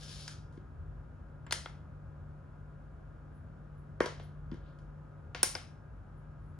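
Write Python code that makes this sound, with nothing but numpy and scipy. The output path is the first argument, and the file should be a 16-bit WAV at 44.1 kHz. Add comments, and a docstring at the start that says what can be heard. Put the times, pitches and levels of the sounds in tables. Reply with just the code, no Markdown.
"""A small room with hard walls, heard from just above a hollow chess board with plastic pieces.
One piece scrapes forward. Two are captured and set down on the rim, clacking and rocking:
at each hit the board cracks and thumps, the piece rings, and the walls echo.
Fingers brush the pieces now and then, a piece briefly scrapes the rim, and a motor hums behind it all."""
import sys
import numpy as np
from scipy import signal
from scipy.fft import rfft, irfft, next_fast_len
from scipy.io import wavfile
from scipy.ndimage import uniform_filter1d

SR = 44100
rng = np.random.default_rng(int(sys.argv[2]) if len(sys.argv) > 2 else 0)


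def put_to_file(sound):
    """Save the sound as 16-bit audio at rate SR, in the file named by the first command-line argument."""
    columns = np.atleast_2d(sound).T  # one column per channel
    safe = np.clip(columns, -1, 1)
    whole_steps = np.round(safe * 32767)
    wavfile.write(sys.argv[1], SR, whole_steps.astype(np.int16))


N = 290605


def undb(db):
    """Turn decibels into a number to multiply by."""
    return 10 ** (np.asarray(db) / 20)


def unit(x):
    """Scale a signal to an average power of one."""
    return x / np.sqrt(np.mean(x ** 2))


def curve(points):
    """Join (seconds, value) points with straight lines, one value per sample."""
    return np.interp(np.arange(N) / SR, *np.transpose(points))


def along(points, hz):
    """Read between (Hz, value) points, giving every octave the same room."""
    point_hz, value = np.transpose(points)
    return np.interp(np.log(np.maximum(hz, 1)), np.log(point_hz), value)


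def colour(x, points):
    """Shape a sound's tone to follow (Hz, dB) points."""
    size = 4096
    cepstrum = irfft(np.log(undb(along(points, np.fft.rfftfreq(size, 1 / SR)))))
    # folding this in half makes the filter ring only after a sound, never before
    cepstrum[1:size // 2] *= 2
    cepstrum[size // 2 + 1:] = 0
    response = irfft(np.exp(rfft(cepstrum)))
    return signal.fftconvolve(x, response[None], axes=-1)[:, :x.shape[-1]]


def butter(x, hz, kind, order):
    """Keep the "low" or "high" side of hz; a higher order cuts more sharply."""
    return signal.sosfilt(signal.butter(order, min(hz, .45 * SR), kind, fs=SR, output="sos"), x)


def stereo_noise(count, apart_db=0):
    """Hiss for left and right: nearly the same in the bass, partly unrelated higher up."""
    # Each row: frequency in Hz, level of the unrelated part against the shared part in dB.
    unrelated = [(60, -24), (200, -9), (500, -3.5), (1200, -2), (5000, -7.5), (8400, -6), (11000, -14)]
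    mid, side = rfft(rng.standard_normal((2, count)))
    apart = undb(along(unrelated, np.fft.rfftfreq(count, 1 / SR)) + apart_db)
    return irfft((mid + np.array([[1], [-1]]) * apart * side) / np.hypot(1, apart), count)


def wander(per_second):
    """A smooth random wobble, about one in size."""
    step = max(int(SR / per_second), 1)
    held = np.repeat(rng.standard_normal(N // step + 1), step)
    return unit(uniform_filter1d(uniform_filter1d(held, step), step)[:N])


def add(out, start_s, sound):
    """Mix a sound in at the given time."""
    i = int(start_s * SR)
    out[:, i:i + sound.shape[1]] += sound[:, :N - i]


def motor(drone_hz=148.4, drone_trim_db=-2, waver_db=2.5, rumble_db=-50.5, deep_hz=120):
    """A motor's hum grows and fades, with faint whines over a rumble of moving air."""
    # Each row: time in seconds, level of the main note in dB before the trim.
    drone_levels = [(0.0, -49.5), (0.09, -50), (0.55, -51), (0.64, -62.5), (0.86, -49.5), (1.17, -59),
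                    (1.36, -51.5), (2.37, -50), (2.44, -60), (2.59, -50), (3.01, -55), (4.53, -46.5),
                    (4.59, -52), (4.96, -48.5), (5.07, -53), (6.09, -58), (6.13, -50.5), (6.59, -50.5)]
    # Each row: pitch of a fainter motor tone in Hz, its usual level in dB.
    faint_tones = [(49, -57.5), (53.5, -68.5), (188.4, -69.5), (243, -75.5), (549, -76.5), (1001, -81.5),
                   (1220, -79.5), (1270, -78.5), (1319, -82), (1416, -78.5), (1464, -89.5), (1626, -83)]
    # Each row: frequency in Hz, relative strength of the rumble in dB.
    rumble_colour = [(20, -23.5), (31, -25.5), (47, -4.5), (70, -2), (92, 0), (135, -9), (200, -15),
                     (450, -23), (560, -22.5), (900, -27.5), (1550, -29), (1950, -41), (4000, -55),
                     (11000, -62), (12500, -72)]
    # Each row: time in seconds, dB by which the deepest rumble is above its usual level.
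    rumble_swells = [(0, -2.5), (.35, 4), (.58, 0), (.85, 6.5), (1.3, 0.5), (2.2, 0), (2.85, -3), (3.6, -1),
                     (4.4, 2), (5.15, -2.5), (5.65, 0.5), (6.59, -1.5)]
    t = np.arange(N) / SR

    def tone(hz, db):
        """One motor note whose pitch drifts a little."""
        return np.sqrt(2) * undb(db) * np.sin(2 * np.pi * hz * t + 0.3 * wander(5))

    hum = tone(drone_hz, drone_trim_db + curve(drone_levels))
    for hz, db in faint_tones:
        hum += tone(hz, db + waver_db * wander(5))
    air = unit(colour(stereo_noise(N), rumble_colour))
    deep = irfft(rfft(air) / (1 + (np.fft.rfftfreq(N, 1 / SR) / deep_hz) ** 6), N)
    swell = (undb(curve(rumble_swells)) - 1) * deep
    return hum + undb(rumble_db) * (air + swell)


def slide(level_db=-52, grain_db=2.5, uneven_db=1.2, rasp_db=-6.5, flicker_db=1.0):
    """A piece catches on the board's fine grain; the faster it slides, the louder it scrapes."""
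    # Two shoves, a glide, then slowing. Each row: time in seconds, share of the top speed.
    speeds = [(0, .12), (.022, 0.534), (.034, .95), (.06, 0.37), (.093, 1), (.125, 0.43), (.22, 0.78),
              (.27, 0.17), (.3, 0.2), (.34, 0.11)]
    # Each row: frequency in Hz, relative strength of the scrape in dB.
    scrape_colour = [(200, -4), (700, -1), (1300, -6), (1650, 4), (1950, -3.5), (3200, 1.5), (4300, 1.5),
                     (5000, 5), (6000, -1), (8300, -9.5), (10200, -1.5), (11300, -6.5), (12200, -30),
                     (14200, -34), (16000, -64)]
    # Each row: a pitch at which the sliding piece rings in Hz, its width in Hz.
    rasp_bands = [(3550, 1200), (4270, 150), (5150, 440)]
    catches = stereo_noise(N) * undb(grain_db * wander(1500) + uneven_db * wander(69))
    rasp = 0
    for hz, width_hz in rasp_bands:
        flicker = undb(flicker_db * wander(43))  # the pitches take turns as the piece tilts
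        rasp += signal.lfilter(*signal.iirpeak(hz, hz / width_hz, fs=SR), catches * flicker)
    scrape = unit(colour(catches, scrape_colour)) + undb(rasp_db) * unit(rasp)
    moving = np.arange(N) < speeds[-1][0] * SR
    return undb(level_db) * unit(scrape) * np.sqrt(curve(speeds)) * moving


def room(x, echo_db=-4, first_echo_s=0.0015, build_s=0.0097):
    """Hard walls throw back a blur of echoes that dies soonest in the deep bass and top treble."""
    # Each row: frequency in Hz, seconds the echo takes to fade by 60 dB.
    fade_times = [(150, 0.068), (500, 0.27), (1500, 0.39), (4000, 0.36), (5800, 0.36), (10000, 0.32),
                  (15000, 0.13)]
    # Each row: frequency in Hz, boost or cut of the echo in dB.
    echo_colour = [(100, -0.5), (400, -2.5), (1000, -0.5), (2000, -1.5), (4000, -0.5), (5700, 1),
                   (8800, -0.5), (10000, -1), (15000, -1.5)]
    t = np.arange(SR) / SR
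    noise, hz = rfft(stereo_noise(SR)), np.fft.rfftfreq(SR, 1 / SR)
    tail = 0
    for band_hz, fade_s in fade_times:
        band = along([(f, f == band_hz) for f, _ in fade_times], hz)
        tail += irfft(noise * band, SR) * undb(-60 * t / fade_s)
    build_up = np.clip((t - first_echo_s) / build_s, 0, 1)
    tail = colour(unit(tail * build_up) / np.sqrt(SR), echo_colour)
    return undb(echo_db) * signal.fftconvolve(x[None], tail, axes=-1)[:, :N]


def ring(notes, t, vary_db):
    """A struck object's fading notes, left and right; their strengths vary with where it is hit."""
    hz, db, fade_s = np.transpose(notes)
    decay = np.log(1000) / fade_s
    waves = np.exp(-decay[:, None] * t) * np.sin(2 * np.pi * hz[:, None] * t)
    sign = (-1) ** np.arange(len(hz))
    strength = undb(db + vary_db * rng.standard_normal((2, len(hz))))
    return (sign * strength * 2 * decay / SR) @ waves


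def clack_tone(x, part, depth=1):
    """A clack's tone as heard from one part of the hollow board; depth scales its peaks and dips."""
    # One list per part. Each row: pitch in Hz, width in Hz, boost or cut in dB; the right rim has its own
    # bright peak at 9000 Hz.
    peaks = { "squares": [(750, 170, -5), (958, 100, 6), (1590, 100, 3), (1850, 130, 3), (2570, 400, -6.5),
             (3170, 420, 5), (5000, 1000, -4.5), (7500, 720, 1.5), (10300, 2800, -3.5)],
             "right rim": [(440, 100, -4), (620, 130, 6), (927, 88, 2), (1100, 170, -5.5), (1330, 190, 7.5),
             (1660, 200, -3), (2050, 400, 1.5), (2500, 250, -2.5), (2930, 300, 2.5), (3540, 230, 4),
             (4900, 400, 0), (5450, 200, 1), (9000, 900, 2.5)], "left rim": [(356, 80, 6), (507, 93, 4),
             (730, 220, 7.5), (1104, 77, 0.5), (1203, 120, -8), (1580, 200, 1.5), (2250, 500, 2.5),
             (3380, 693, -3.5), (4580, 354.8, -2), (5750, 600, 4)]}
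    hz = np.geomspace(100, 16000, num=600)
    db = sum(peak_db / (1 + (2 * (hz - f) / width) ** 2) for f, width, peak_db in peaks[part])
    return colour(x, np.column_stack([hz, depth * db]))


def clacks(crack_s=0.0063, rise_s=0.00018, crack_db=-2, snap_db=-9, thump_lag_cycles=0.68):
    """A piece cracks against the board, the board gives way with a thump, and the piece rings."""
    # Each row: start in seconds, part of the board, contact level in dB, its treble limit in Hz,
    # its bass limit in Hz, thump level in dB, its pitch in Hz, level of the piece's ring in dB,
    # its pitch in Hz, boost or cut of what goes into the room in dB.
    hits = [ (0.2789, "squares", -9, 7500, 2600, -9.5, 1700, -3.5, 5050, 0),
            (0.525, "squares", -38, 7700, 493, -27, 300, -44.5, 8885, 5.5),
            (0.5734, "squares", -28, 3450, 298, 1.5, 296, -37, 4900, -2),
            (1.4659, "right rim", -10, 2090, 600, -23, 700, -22.5, 7400, 0),
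            (1.5098, "right rim", -4, 5350, 2200, -3.5, 900, 1, 4250, 5),
            (1.523, "right rim", -10, 4030, 1800, 1, 545, 1, 2930, 2),
            (1.524, "right rim", 5.5, 8400, 1800, 4, 1930, 1, 4970, -4),
            (1.541, "right rim", -16, 5041, 907, -16, 439, -8, 4300, 5),
            (1.6590, "right rim", -5, 2500, 550, -6.5, 886.7, -6, 3300, -1.5),
            (4.0044, "squares", -9.5, 7200, 1500, -15.5, 616, -11, 5670, 2),
            (4.0047, "squares", 15, 2036, 550, 22, 440, -3, 3130, -3),
            (4.0215, "squares", -3, 1900, 900, 2, 500, -18.5, 5760, 2),
            (4.0407, "squares", -5.5, 2330, 300, 4, 400, -9, 2940, 6),
            (4.0593, "squares", -2.5, 5770, 500, 9, 540, -7, 4015, -1.5),
            (4.198, "squares", -15, 4030, 600, -5.5, 600, -21.5, 2853, 0.5),
            (4.5152, "squares", -17.5, 3000, 291, 10.5, 254, -23, 4840, 0.5),
            (4.528, "squares", -25.5, 3580, 299, 6, 270, -41.5, 4825, 2.5),
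            (4.542, "squares", -27, 5000, 500, -6, 400, -34, 8800, 0.5),
            (4.788, "squares", -32.5, 6420, 499, -12, 284, -39.5, 8800, -1),
            (5.3478, "left rim", -3, 3960, 448, -6.5, 776, -0.5, 2750, 2.5),
            (5.4305, "left rim", 5.5, 12670, 700, 6.5, 428, 22.5, 8790, 0),
            (5.4343, "left rim", -7.5, 7930, 4000, -8, 750, 8.5, 5620, 4.5),
            (5.552, "left rim", -1.5, 4200, 397, -2, 806, 5, 5060, 0)]
    # The board's own notes. Each row: pitch in Hz, level in dB, seconds to fade by 60 dB.
    board_notes = [(213.6, -8, 0.044), (270, 2, 0.05), (390.57, -5.5, 0.051), (446, -4, 0.1), (500, 5, .08),
                   (630, -9.5, 0.18), (740.4, -4, 0.14), (962.4, -0.5, .05), (1144.7, -2, 0.051),
                   (1400.4, -4.5, 0.041), (1518, 1, 0.068), (1614, -1, 0.07), (1700, -6.5, 0.02),
                   (2124, -2.5, 0.12), (2700, -4.5, 0.097), (2940, -6.5, 0.045), (3500, -11, 0.028),
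                   (4670, -1.5, 0.037), (4900, -7.5, 0.039), (5510, -5.5, 0.025), (6900, -4, 0.026)]
    # A piece's own notes. Each row: multiple of its pitch, level in dB, seconds to fade by 60 dB.
    piece_notes = [(0.999, 3, 0.018), (1.017, -9.5, 0.034), (1.11, -15.5, 0.012)]
    # The clack's tone as heard, including the microphone's bright ring near 9000 Hz.
    # Each row: frequency in Hz, boost or cut in dB.
    heard_colour = [(120, -19.5), (300, -14), (500, -9.5), (750, -6.5), (960, 1), (1230, -4.5), (1550, -3),
                    (1900, -3.5), (2550, -5.5), (3100, -6), (4000, -4.5), (5500, -4), (8000, -8.5),
                    (8900, 1), (10000, -1.5), (11200, -1.5), (12200, -2), (16000, -6)]
    # For each part of the board: how many dB louder it is on the left than on the right.
    pan_db = {"squares": -0.5, "right rim": 0, "left rim": 2}
    out = np.zeros((3, N))  # left, right, and what spreads into the room
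    t = np.arange(SR // 8) / SR
    click = signal.unit_impulse(len(t))
    # after the first snap, the board's many high notes merge into a short crack
    fade = (1 - np.exp(-t / rise_s)) * np.exp(-(t / crack_s) ** 2)
    fade /= np.linalg.norm(fade)
    for start, part, contact_db, top_hz, low_hz, thump_db, thump_hz, piece_db, piece_hz, room_db in hits:
        paths = undb([[pan_db[part] / 2], [-pan_db[part] / 2], [room_db]])
        crack = undb(snap_db) * click + undb(crack_db) * stereo_noise(len(t), apart_db=-7) * fade
        ringing = ring(board_notes, t, vary_db=1)
        mono_ringing = ringing.mean(axis=0)
        clack = colour(np.vstack([crack, click]), heard_colour)
        clack += np.vstack([ringing, undb(-10) * mono_ringing])
        # spreading in all directions partly evens out the peaks and dips
        clack = np.vstack([clack_tone(clack[:2], part), clack_tone(clack[2:], part, depth=0.6)])
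        contact = butter(clack, top_hz, "low", order=3)  # a soft contact gives little treble
        contact = butter(contact, low_hz, "high", order=1)  # a stiff spot gives little bass
        add(out, start, undb(contact_db) * paths * contact)

        # the board swings once or twice under the hand's weight; a slower swing peaks later
        swing = click + undb(-13) * mono_ringing
        thump = butter(swing, 1.228 * thump_hz, "low", order=7)
        thump = butter(thump, 0.69 * thump_hz, "high", order=3)
        add(out, start + thump_lag_cycles / thump_hz, undb(thump_db) * paths * thump)

        notes = [(piece_hz * multiple, db, fade_s) for multiple, db, fade_s in piece_notes]
        piece = ring(notes, t, vary_db=2.5).mean(axis=0)
        add(out, start, undb(piece_db) * undb([[0], [0], [room_db - 11]]) * piece)
    return out


def light_rubs(width_hz=1200):
    """Short swells of hiss: fingers brush plastic, and a piece briefly scrapes the rim."""
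    # Each row: loudest moment in seconds, half the length in seconds, level in dB, centre pitch in Hz.
    rubs = [(3.361, 0.082, -83, 10540), (3.791, 0.0483, -83, 10800), (4.244, .045, -74.5, 10820),
            (4.678, 0.11, -75, 3283), (5.404, 0.056, -56, 2615), (6.188, 0.055, -85.5, 10580),
            (6.479, 0.18, -89.5, 10450)]
    out = np.zeros((2, N))
    for peak_s, half_s, db, centre_hz in rubs:
        count = 2 * int(half_s * SR)
        band = np.exp(-.5 * ((np.fft.rfftfreq(count, 1 / SR) - centre_hz) / width_hz) ** 2)
        hiss = unit(irfft(rfft(stereo_noise(count)) * band))
        add(out, peak_s - half_s, undb(db) * hiss * np.hanning(count) ** 3)
    return out


def scene():
    """The game, its echo in the room, and the motor."""
    hits = clacks()
    rubbing = slide() + light_rubs()
    echo = room(hits[2] + rubbing.mean(axis=0))
    return hits[:2] + rubbing + echo + motor()


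def record(dry, top_hz=16200):
    """Two close microphone openings differ in level and timing; the highest treble is cut."""
    # Each row: frequency in Hz, how many dB louder the left is than the right.
    balance = [(60, 1.3), (500, 2.5), (1100, -0.5), (2800, 4), (5700, 4.5), (8800, 0), (15000, -0.5)]
    # Each row: frequency in Hz, how far the left wave runs ahead of the right in radians.
    left_lead = [(20, 0), (300, -0.58), (1200, -0.13), (2400, 0.6), (4800, 0.97), (6500, 1.2), (7840, -2),
                 (8800, -4), (9730, -5.5), (12000, -9.5), (15200, -11.5)]
    size = next_fast_len(N + SR // 10)
    hz = np.fft.rfftfreq(size, 1 / SR)
    gain = undb(np.array([[.5], [-.5]]) * along(balance, hz))
    shift = np.exp(np.array([[0], [-1j]]) * along(left_lead, hz))
    heard = irfft(rfft(dry, size) * gain * shift, size)[:, :N]
    return signal.sosfilt(signal.ellip(8, .2, 70, top_hz, fs=SR, output="sos"), heard)


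dry = scene()
out = record(dry)
put_to_file(out)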